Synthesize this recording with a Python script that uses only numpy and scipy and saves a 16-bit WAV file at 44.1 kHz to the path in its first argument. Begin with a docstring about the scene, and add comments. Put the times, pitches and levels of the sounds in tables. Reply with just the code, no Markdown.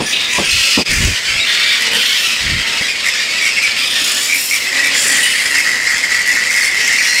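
"""A shrill chorus and the dull clap of a wing open this roost of large fruit bats in the trees.
The chorus is hundreds of far squeals from noisy vocal folds; nearer bats whistle and screech over it
through throat resonances, with faint grunts below; a bat close by gives short rattles before and during
a long chatter, all made of snaps that ring its throat. Wing beats and gusts are coloured noise.
One microphone hears it all, and a limiter holds the peaks down."""
import sys
import numpy as np
from scipy import signal
from scipy.fft import rfft, irfft, next_fast_len
from scipy.io import wavfile
from scipy.ndimage import uniform_filter1d, minimum_filter1d

SR = 44100
rng = np.random.default_rng(int(sys.argv[2]) if len(sys.argv) > 2 else 0)


def to_wav(s):
    """Save 16-bit WAV."""
    ch = np.atleast_2d(s).T  # columns
    pcm = np.round(np.clip(ch, -1, 1) * 32767)  # PCM
    wavfile.write(sys.argv[1], SR, pcm.astype(np.int16))


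N = 317520
TIME = np.arange(N) / SR


def amp(db):
    """Decibels to gain."""
    return 10 ** (np.asarray(db) / 20)


def unit(x):
    """Scales to rms 1."""
    return x / np.sqrt(np.mean(x ** 2) + 1e-20)


def samples(start, end):
    """Length of a call in samples, at least 10 ms."""
    return max(int((end - start) * SR), SR // 100)


def add(mix, s, sound):
    """Mixes a sound in at a time in seconds."""
    part = mix[max(round(s * SR), 0):][:len(sound)]
    part += sound[:len(part)]


def shape(x, gain):
    """Filters by a gain given as a function of frequency in Hz; rms 1."""
    size = next_fast_len(len(x))
    spectrum = rfft(x, size) * gain(np.fft.rfftfreq(size, 1 / SR))
    return unit(irfft(spectrum, size)[:len(x)])


def colour(x, points):
    """Filters by a curve of (Hz, dB) points, joined along log frequency; rms 1."""
    hz, db = np.transpose(points)
    return shape(x, lambda f: amp(np.interp(np.log(f + 1), np.log(hz), db)))


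def waver(size, hz):
    """Random motion up to a rate: noise with its faster part filtered away."""
    noise = rng.standard_normal(size + 2048)
    return shape(noise, lambda f: 1 / (1 + (f / hz) ** 4))[:size]


def resonate(x, hz, width):
    """A steep resonance of gain 1 that can follow a curve: shift down to 0 Hz, smooth, shift back."""
    turn = np.exp(2j * np.pi * np.cumsum(hz * np.ones(len(x))) / SR)
    r = np.exp(-np.pi * abs(width) / SR)
    smooth = signal.lfilter([(1 - r) ** 2], [1, -2 * r, r * r], x / turn + 1e-18)
    return 2 * (turn * smooth).real


def folds(size, hz, arch, rough, jitter=0.0683, jitter_hz=450, wobble=0.01161, rasp_db=2.5, rasp_hz=130):
    """Strained vocal folds: an arching pitch whose cycles grow uneven and noisy with roughness."""
    rough = np.clip(rough, 0, 1)
    bend = arch * (np.sin(np.linspace(0, np.pi, size)) - 2 / np.pi) + wobble * waver(size, hz=33.4)
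    uneven = jitter * rough * waver(size, jitter_hz)
    phase = 2 * np.pi * np.cumsum(hz * (1 + bend + uneven)) / SR
    # equal harmonics up to about half the sample rate make one sharp pulse a cycle
    top = int(SR / 2 / (hz * (1 + abs(arch))))
    pulses = unit(np.sin((top + .5) * phase) / (np.sin(phase / 2) + 1e-12) - 1)
    puffs = unit((1 + np.cos(phase)) * rng.standard_normal(size))
    voice = np.sqrt(1 - rough ** 2) * pulses + rough * puffs
    return voice * amp(rasp_db * waver(size, rasp_hz))


def canopy(x, t60, wet_db):
    """Trunks and leaves scatter the sound into a short tail of sparse echoes."""
    t = np.arange(SR // 2) / SR
    sparse = rng.random(len(t)) < 2500 / SR  # about 2500 echoes a second
    taps = rng.standard_normal(len(t)) * sparse * (t > .004) * amp(-60 * t / t60)
    tail = signal.fftconvolve(x, taps / np.linalg.norm(taps))[:N]
    return (x + amp(wet_db) * tail) / np.sqrt(1 + amp(wet_db) ** 2)


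# The low outdoor background, as a filter curve. Each row: frequency in Hz, relative gain in dB.
BACKGROUND_COLOUR = [(25, -12), (60, -5.5), (130, -4.5), (250, 1), (340, -3), (550, 0.5), (800, -3.5),
                     (1250, -3.5), (2000, -7.5), (5000, -38)]


def background():
    """The low outdoor sound around the trees: coloured noise that drifts slowly in level."""
    noise = amp(-37) * colour(rng.standard_normal(N), BACKGROUND_COLOUR)
    return noise * amp(.9 * waver(N, hz=2.5))


# The far colony swells and ebbs at the microphone. Each row: time in seconds, relative level in dB.
CHORUS_SWELL = [(0, -20.5), (.24, -20.5), (.4, -19), (1.0, -18.5), (1.5, -16), (2.1, -16), (2.6, -18),
                (2.84, -16.5), (2.96, -19), (3.05, -17), (3.6, -16), (4.15, -17), (4.45, -22.5), (4.9, -16),
                (5.4, -18.5), (5.75, -22), (6.7, -21.5), (7.2, -19.5)]
# Its tone from afar, as a filter curve. 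Each row: frequency in Hz, relative gain in dB.
CHORUS_COLOUR = [(700, -27), (1200, -9.5), (1550, -6.5), (1900, 1), (2600, 2.5), (3300, 1), (4100, -2),
                 (5100, -1.5), (6100, -9), (8000, -10), (9400, -18), (10500, -23), (13000, -26),
                 (15700, -34)]


def colony(count=640, level_db=-1, spread_db=4.5, least_rough=0.303):
    """Far bats squeal in turn, each with its own pitch, length and level; their sum swells and ebbs."""
    out = np.zeros(N + SR)
    # the squeals start half a second early, so the chorus is already full at the opening
    for turn, (when, length, pitch, arch, rough, near) in enumerate(rng.random((count, 6))):
        size = int(SR * (.035 + .13 * length))
        call = folds(size, 900 * 3 ** pitch, .3 * (arch - .3), least_rough + .5 * rough)
        call = call * np.hanning(size)
        add(out, (turn + when) / count * (N / SR + .5), call * amp(2 * spread_db * near))
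    scattered = canopy(out[SR // 2:][:N], t60=.45, wet_db=-4)
    crowd = colour(scattered, CHORUS_COLOUR)
    # even out the chance swells before the swell of the table
    crowd = crowd / np.sqrt(uniform_filter1d(crowd ** 2, size=SR // 6))
    return amp(level_db + np.interp(TIME, *np.transpose(CHORUS_SWELL))) * crowd


# Thin whistles and squeaks over the chorus. Each row: start in seconds, end in seconds, level in dB,
# pitch at the start in Hz, pitch at the end in Hz, arch of the pitch as a share.
WHISTLES = [(0.0, 0.132, -33.5, 9100, 9100, .045), (0.311, 0.386, -24, 1920, 2200, -0.051),
            (.32, 0.436, -35, 9450, 9500, -0.034), (.43, .553, -29.5, 9550, 8600, -0.017),
            (1.385, 1.45, -18.5, 3390, 3480, 0.12), (1.792, 1.895, -32, 5060, 5140, 0),
            (1.899, 1.997, -24, 2980, 2880, 0), (2.223, 2.331, -25, 2750, 2390, 0),
            (6.612, 6.644, -22, 4700, 4420, -0.014), (6.66, 6.69, -25, 4600, 4450, -0.0054),
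            (6.974, 7.011, -22, 4340, 4370, 0.0097), (7.058, 7.232, -22.5, 4126, 4290, 0.001)]


def whistles(wobble=0.0122, octave_db=-13):
    """Nearly pure gliding squeaks: a wavering sine and its weaker octave."""
    out = np.zeros(N)
    for start, end, db, from_hz, to_hz, arch in WHISTLES:
        size = samples(start, end)
        bend = arch * np.sin(np.linspace(0, np.pi, size)) + wobble * waver(size, hz=120)
        phase = 2 * np.pi * np.cumsum(np.linspace(from_hz, to_hz, size) * (1 + bend)) / SR
        tone = unit(np.sin(phase) + amp(octave_db) * np.sin(2 * phase))
        add(out, start, amp(db) * tone * signal.windows.tukey(size, .5))
    return canopy(out, t60=0.3, wet_db=-34)


# Wing beats. Each row: start in seconds, level in dB, time to fall by 60 dB in seconds.
BEATS = [(0.0, -13.5, 0.17), (.382, -10, 0.17), (.773, -10, 0.18), (2.809, -19, 0.065), (4.015, -28, 0.082)]
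# The dull tone of a beat, as a filter curve. Each row: frequency in Hz, relative gain in dB.
BEAT_COLOUR = [(30, -16), (90, -4), (200, 4.5), (450, 0), (700, -4.5), (1100, -6.5), (1800, -26),
               (5000, -53)]


def wing_beats():
    """Each beat is a dull clap of membrane: coloured noise with a fast rise and a steady decay."""
    out, t = np.zeros(N), np.arange(SR // 4) / SR
    for s, db, t60 in BEATS:
        clap = colour(rng.standard_normal(len(t)), BEAT_COLOUR)
        add(out, s, amp(db - 60 * t / t60) * clap * (1 - np.exp(-t / 0.00098)))
    return out


# Nearer screeches. Each row: start in seconds, end in seconds, relative level in dB, pitch in Hz,
# roughness (0 to 1; beyond 1 only the resonances widen), lower resonance in Hz, upper resonance in Hz,
# level of the upper against the lower in dB, level of the shrill top in dB.
SCREECHES = [ (0.058, 0.15, -23, 1000, 0.47, 2000, 6050, 11, -6),
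             (.118, 0.184, -12, 1260, 0.61, 3000, 3480, -1, -40),
             (0.177, 0.302, -20.5, 1194, 0.7, 2760, 3630, 20, -30),
             (.285, 0.396, -16.5, 1085, 0.91, 2330, 6170, -4, -20),
             (0.413, 0.824, -15, 1309, 0.81, 2800, 5080, -4.5, -29),
             (0.482, .79, -17, 1430, 0.99, 4410, 7200, -6.5, -30),
             (0.704, 0.852, -19, 1226, .4, 2480, 4800, 11, -30),
             (.885, 1.138, -18.5, 1154, 1.17, 2040, 6250, -3, -28),
             (0.897, .95, -16.5, 1167, 0.68, 2070, 4760, -4, -11),
             (1.274, 1.48, -18.5, 1155, 0.5, 2230, 4600, -25, -40),
             (1.433, 1.83, -16, 1216, 0.9, 1950, 3320, 0.5, -25),
             (1.606, 1.765, -18.5, 1156, .3, 2240, 3750, -5, -35),
             (1.91, 2.05, -17, 1484, 0.84, 1900, 3230, 8, -14),
             (1.918, 2.34, -33, 1334, 0.5, 9500, 12600, 0, -20),
             (1.974, 2.218, -16.5, 1625, .8, 3370, 5200, -10, -24),
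             (2.164, 2.355, -18, 1362, 0.65, 2720, 5630, -4, -13),
             (2.424, 2.80, -21.5, 1266, 0.54, 1920, 2870, -4, -33),
             (3.142, 3.22, -19, 1100, 0.67, 2240, 5630, -4, -32),
             (3.749, 4.13, -19.5, 1665, 0.72, 3470, 4970, -5, -10.5),
             (3.983, 4.33, -19, 1740, 0.79, 5040, 6900, 5, -7),
             (4.268, 4.66, -22, 1358, 0.66, 5300, 7100, 0.5, -7),
             (4.325, 4.51, -25, 1525, 0.77, 9000, 12200, 5, -10),
             (4.931, 5.213, -15.5, 1473, 0.64, 5670, 7340, 9, -11),
             (5.162, 5.301, -17, 948, .65, 2930, 9000, -8, -8),
             (5.276, 5.643, -25, 1100, 0.86, 2960, 8600, -5, -12),
             (6.771, 6.98, -20, 1413, 0.8, 2590, 5550, 0.5, -24),
             (6.954, 7.254, -19, 1348, 0.72, 2670, 5540, 5, -12)]
# Top resonances that all screeches share. Each row: frequency in Hz, width in Hz, relative level in dB.
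SHRILL_TOP = [(9140, 1630, 10), (11900, 5700, -2)]
# a resonance widens with roughness and frequency: at roughness 1 it is WIDTH_HZ wide at WIDTH_AT_HZ
WIDTH_HZ, WIDTH_AT_HZ, WIDTH_POWER = 1630, 2900, 0.96
# in every screech the pitch and the opening mouth arch up and down by these shares
ARCH, MOUTH_ARCH = .045, 0.11


def branches(x, count=6, echo_db=-11, longest_s=.004):
    """A few echoes from the nearest branches comb a voice with uneven fixed stripes."""
    delays = rng.random(count) * longest_s + 0.000884
    signs = rng.choice([-1, 1], count)
    return shape(x, lambda f: abs(1 + amp(echo_db) * np.exp(-2j * np.pi * np.outer(f, delays)) @ signs))


def screeches(level_db=-1, rise=0.13, fall=0.37, skirt_db=-15, flutter_db=2, flutter_hz=60):
    """Nearer bats force a rough, fluttering voice through two throat resonances and a shrill top."""
    out = np.zeros(N)
    for start, end, db, hz, rough, low_hz, high_hz, high_db, shrill_db in SCREECHES:
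        size = samples(start, end)
        drive = branches(folds(size, hz, ARCH, rough))
        u = np.linspace(0, 1, size)
        mouth = 1 + MOUTH_ARCH * (np.sin(np.pi * u) - 2 / np.pi)

        def throat(f):
            """One throat resonance that moves with the mouth."""
            width = rough * WIDTH_HZ * (f / WIDTH_AT_HZ) ** WIDTH_POWER
            return unit(resonate(drive, f * mouth, width))

        throats = unit(throat(low_hz) + amp(high_db) * throat(high_hz))
        shrill = unit(sum(amp(top_db) * resonate(drive, f, width) for f, width, top_db in SHRILL_TOP))
        skirt = amp(skirt_db) * colour(drive, CHORUS_COLOUR)  # broad sound around the resonances
        voice = unit(throats + amp(shrill_db) * shrill) + skirt
        voice = shape(voice, lambda f: 1 / (1 + (1450 / (f + 1)) ** 6))  # a small mouth radiates little bass
        # swells in, holds, dies away
        effort = np.sin(np.pi / 2 * np.clip(np.minimum(u / rise, (1 - u) / fall), 0, 1))
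        flutter = flutter_db * waver(size, flutter_hz)
        add(out, start, amp(db + level_db + flutter) * voice * effort)
    return canopy(out, t60=0.96, wet_db=-2.5)


# Weak lower partials and low grunts of the quarrel. Each row: start in seconds, end in seconds,
# level in dB, pitch in Hz, roughness from 0 to 1.
GRUNTS = [(0.32, 0.377, -25, 985, 0.3), (0.422, 0.757, -35, 1340, 0.24), (1.818, 2.008, -29.5, 445.4, 0.77),
          (2.224, 2.746, -39.5, 1350, 0.13), (2.622, 2.802, -34, 900, 0.5),
          (4.646, 5.285, -33, 279.8, 0.74), (5.297, 6.394, -49, 273.5, 0.76)]


def grunts(level_db=0, far_db=-43, count=70):
    """Faint low calls of the folds, a few near and many far, under the shrill voices."""
    out, far = np.zeros(N), np.zeros(N)
    for start, end, db, hz, rough in GRUNTS:
        size = samples(start, end)
        call = colour(folds(size, hz, arch=0.0668, rough=rough), BACKGROUND_COLOUR)
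        add(out, start, amp(db + level_db) * call * signal.windows.tukey(size, .5))
    for when, length, pitch, arch in rng.random((count, 4)):
        size = int(SR * (.1 + .25 * length))
        call = folds(size, 220 * 3 ** pitch, .2 * (arch - .5), rough=.2)
        add(far, when * N / SR, call * np.hanning(size))
    return canopy(out + amp(far_db) * colour(far, BACKGROUND_COLOUR), t60=0.3, wet_db=-1.0)


# Gusts of air on the microphone. Each row: time of the peak in seconds, length in seconds, level in dB.
BUFFETS = [(0.55, 0.24, -30), (0.918, 0.086, -22), (1.044, 0.27, -17.5), (1.34, 0.25, -35),
           (2.519, 0.28, -23.5)]
# Their rumble, as a filter curve. Each row: frequency in Hz, relative gain in dB.
BUFFET_COLOUR = [(15, -18), (30, -4), (52, 0), (100, -2), (170, -8), (300, -15.5), (600, -26), (2000, -54)]


def buffets():
    """Air buffets the microphone: each gust swells and dies as a rumble of low noise."""
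    gusts = np.zeros(N)
    for s, length, db in BUFFETS:
        gusts += amp(db) * np.cos(np.pi * np.clip((TIME - s) / length, -.5, .5)) ** 2
    return gusts * colour(rng.standard_normal(N), BUFFET_COLOUR)


# Throat of the bat close by. Each row: multiple of the mouth resonance, width in Hz, relative level in dB.
THROAT = [(1, 420, 8.5), (2.48, 786, -1.5), (3.6, 1520, -8), (4.8, 1800, -54)]


def creak(mouth_hz, per_s, snap_db, uneven_db, puff_s=0.0054, drift=0.033, ring_db=0):
    """Uneven snaps of the folds, at a given rate, each with a puff of air, ring the throat."""
    size = len(mouth_hz)
    turns = np.cumsum(per_s * np.exp(.3 * waver(size, hz=71.45))) / SR + .9
    strength = amp(uneven_db * rng.standard_normal(N // 100))[turns.astype(int)]
    age = (turns % 1) / per_s  # about the seconds since the last snap
    gate = strength * np.exp(-age / puff_s)
    air = unit(gate * rng.standard_normal(size))
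    mouth_hz = mouth_hz * (1 + drift * waver(size, hz=59.85))
    ring = gate * np.cos(2 * np.pi * np.cumsum(mouth_hz) / SR)
    voice = unit(sum(amp(db) * resonate(air, k * mouth_hz, width) for k, width, db in THROAT))
    voice = unit(voice + amp(ring_db) * unit(resonate(ring, mouth_hz, width=950)))
    # the edge of each snap is a short bright tick
    edge = strength * np.exp(-age / .0012) * rng.standard_normal(size)
    tick_colour = [(1500, -41), (4800, -5.5), (6000, 0.5), (9500, -4.0), (12000, -10.0), (16000, -20.0)]
    return voice + amp(snap_db - 2.0) * colour(edge, tick_colour)


# Short rattling calls close by. Each row: start in seconds, end in seconds, relative level in dB,
# mouth resonance in Hz, relative level of the snaps in dB.
RATTLES = [(1.793, 1.832, -18.5, 2020, -4), (1.924, 1.972, -22.5, 1900, -2), (2.029, 2.047, -16, 1880, -16),
           (2.12, 2.163, -20.5, 1900, -18), (2.808, 2.84, -17, 1980, -9), (2.857, 2.915, -22, 2200, -25),
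           (3.047, 3.10, -14.5, 2040, -8), (3.402, 3.508, -15, 2240, -12), (3.57, 3.603, -14, 2217, -22),
           (3.619, 3.675, -11.5, 2280, -14), (4.276, 4.372, -13.5, 2290, -22),
           (4.501, 4.576, -13, 2270, -10), (4.829, 4.885, -14.5, 2256, -8.5),
           (5.537, 5.62, -15.5, 2070, -6), (6.245, 6.385, -17.5, 1942, -6), (6.481, 6.698, -18, 2150, -4.5)]


def rattles(level_db=-1, snaps_per_s=95):
    """Short calls of the bat close by: a creak of about 95 snaps a second, heard as a rattle."""
    out = np.zeros(N)
    for start, end, db, hz, snap_db in RATTLES:
        size = samples(start, end)
        mouth_hz = np.full(size, hz)
        call = creak(mouth_hz, snaps_per_s, snap_db, uneven_db=1.5, puff_s=0.0045, drift=0.0288, ring_db=3.5)
        add(out, start, amp(db + level_db) * unit(call * signal.windows.tukey(size, .4)))
    return out


# Effort and mouth of the long chatter. 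Each row: time in seconds, relative level in dB,
# mouth resonance in Hz.
CHATTER = [(4.6, -19, 2060), (4.78, -14, 1920), (4.96, -24.5, 2020), (5.119, -13, 1951),
           (5.35, -16.5, 1957), (5.501, -13, 2000), (5.78, -14.5, 1970), (6.35, -14.5, 1980),
           (6.47, -15, 2042), (6.57, -13.5, 2000), (6.721, -15.5, 2103), (6.799, -13.5, 1994),
           (7.2, -12.5, 2085)]


def chatter(level_db=-2.6, throb_hz=26.4, throb_db=1.5):
    """One long quarrelling creak that throbs at an uneven syllable rate."""
    out = np.zeros(N)
    s, db, hz = np.transpose(CHATTER)
    t = np.arange(s[0], s[-1], 1 / SR)
    call = creak(np.interp(t, s, hz), per_s=150, snap_db=-11.5, uneven_db=1.9, drift=0.04513)
    throb = throb_db * waver(len(t), throb_hz)
    add(out, s[0], amp(np.interp(t, s, db) + level_db + throb) * call)
    return out


# The hardest yaps within the chatter. Each row: time in seconds (the yap begins 2 ms before),
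# relative level in dB, mouth resonance in Hz.
YAPS = [(4.9501, -6.5, 2005), (5.2724, -10, 2020), (5.3338, -12, 1930), (5.4555, -4, 1970),
        (5.5498, -6, 1974), (5.688, -11, 2010), (5.8721, 2, 2015), (5.9429, -1, 2030), (6.0352, -6, 2150),
        (6.116, -6, 1856), (6.1441, -6, 2015), (6.1873, -13, 2020), (6.3749, -4, 2010), (6.5839, -10, 1915),
        (6.9845, -1, 2240), (7.1285, -10, 2135)]


def yaps(level_db=-7.5, length_s=.015):
    """Hard bursts of very fast creaking, each swelling and dying within a few milliseconds."""
    out = np.zeros(N)
    for s, db, hz in YAPS:
        size = int(length_s * SR)
        call = creak(np.full(size, hz), per_s=360, snap_db=-24, uneven_db=1.5)
        add(out, s - .002, amp(db + level_db) * unit(call * np.hanning(size)))
    return out


def near_bat():
    """The bat close by: short rattles before and during a long chatter with yaps, in a short canopy tail."""
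    return canopy(rattles() + chatter() + yaps(), t60=0.14, wet_db=-3.5)


def scene():
    """All the bats over a low outdoor background, alike in both channels."""
    far = background() + colony()
    nearer = whistles() + screeches() + grunts()
    close = wing_beats() + buffets() + near_bat()
    mono = far + nearer + close
    return np.array([mono, mono])


# the level dips briefly once: time in seconds, half-width in seconds, depth in dB
DIP_AT_S, DIP_S, DIP_DB = .844, 0.012, -18
EDGE_HZ = 15750  # upper band limit


def record(dry, gain_db=1.33, ceiling_db=-2.4, recovery_db=400):
    """The level dips briefly once; a fast limiter holds the peaks; then the band limit."""
    dip_db = DIP_DB * np.exp(-((TIME - DIP_AT_S) / DIP_S) ** 2)
    x = dry * amp(gain_db + dip_db)
    peak_db = 20 * np.log10(-minimum_filter1d(-abs(x[0]), size=64) + 1e-9)
    # a held peak falls by recovery_db in each second
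    fall = TIME * recovery_db
    held_db = np.maximum.accumulate(peak_db + fall) - fall
    over_db = np.maximum(held_db - ceiling_db, 0)
    x = x / amp(uniform_filter1d(over_db, size=64))
    low_pass = signal.firwin(611, EDGE_HZ, window=("kaiser", 9), fs=SR)
    return signal.oaconvolve(x, low_pass[None], "same")


dry = scene()
out = record(dry)
to_wav(out)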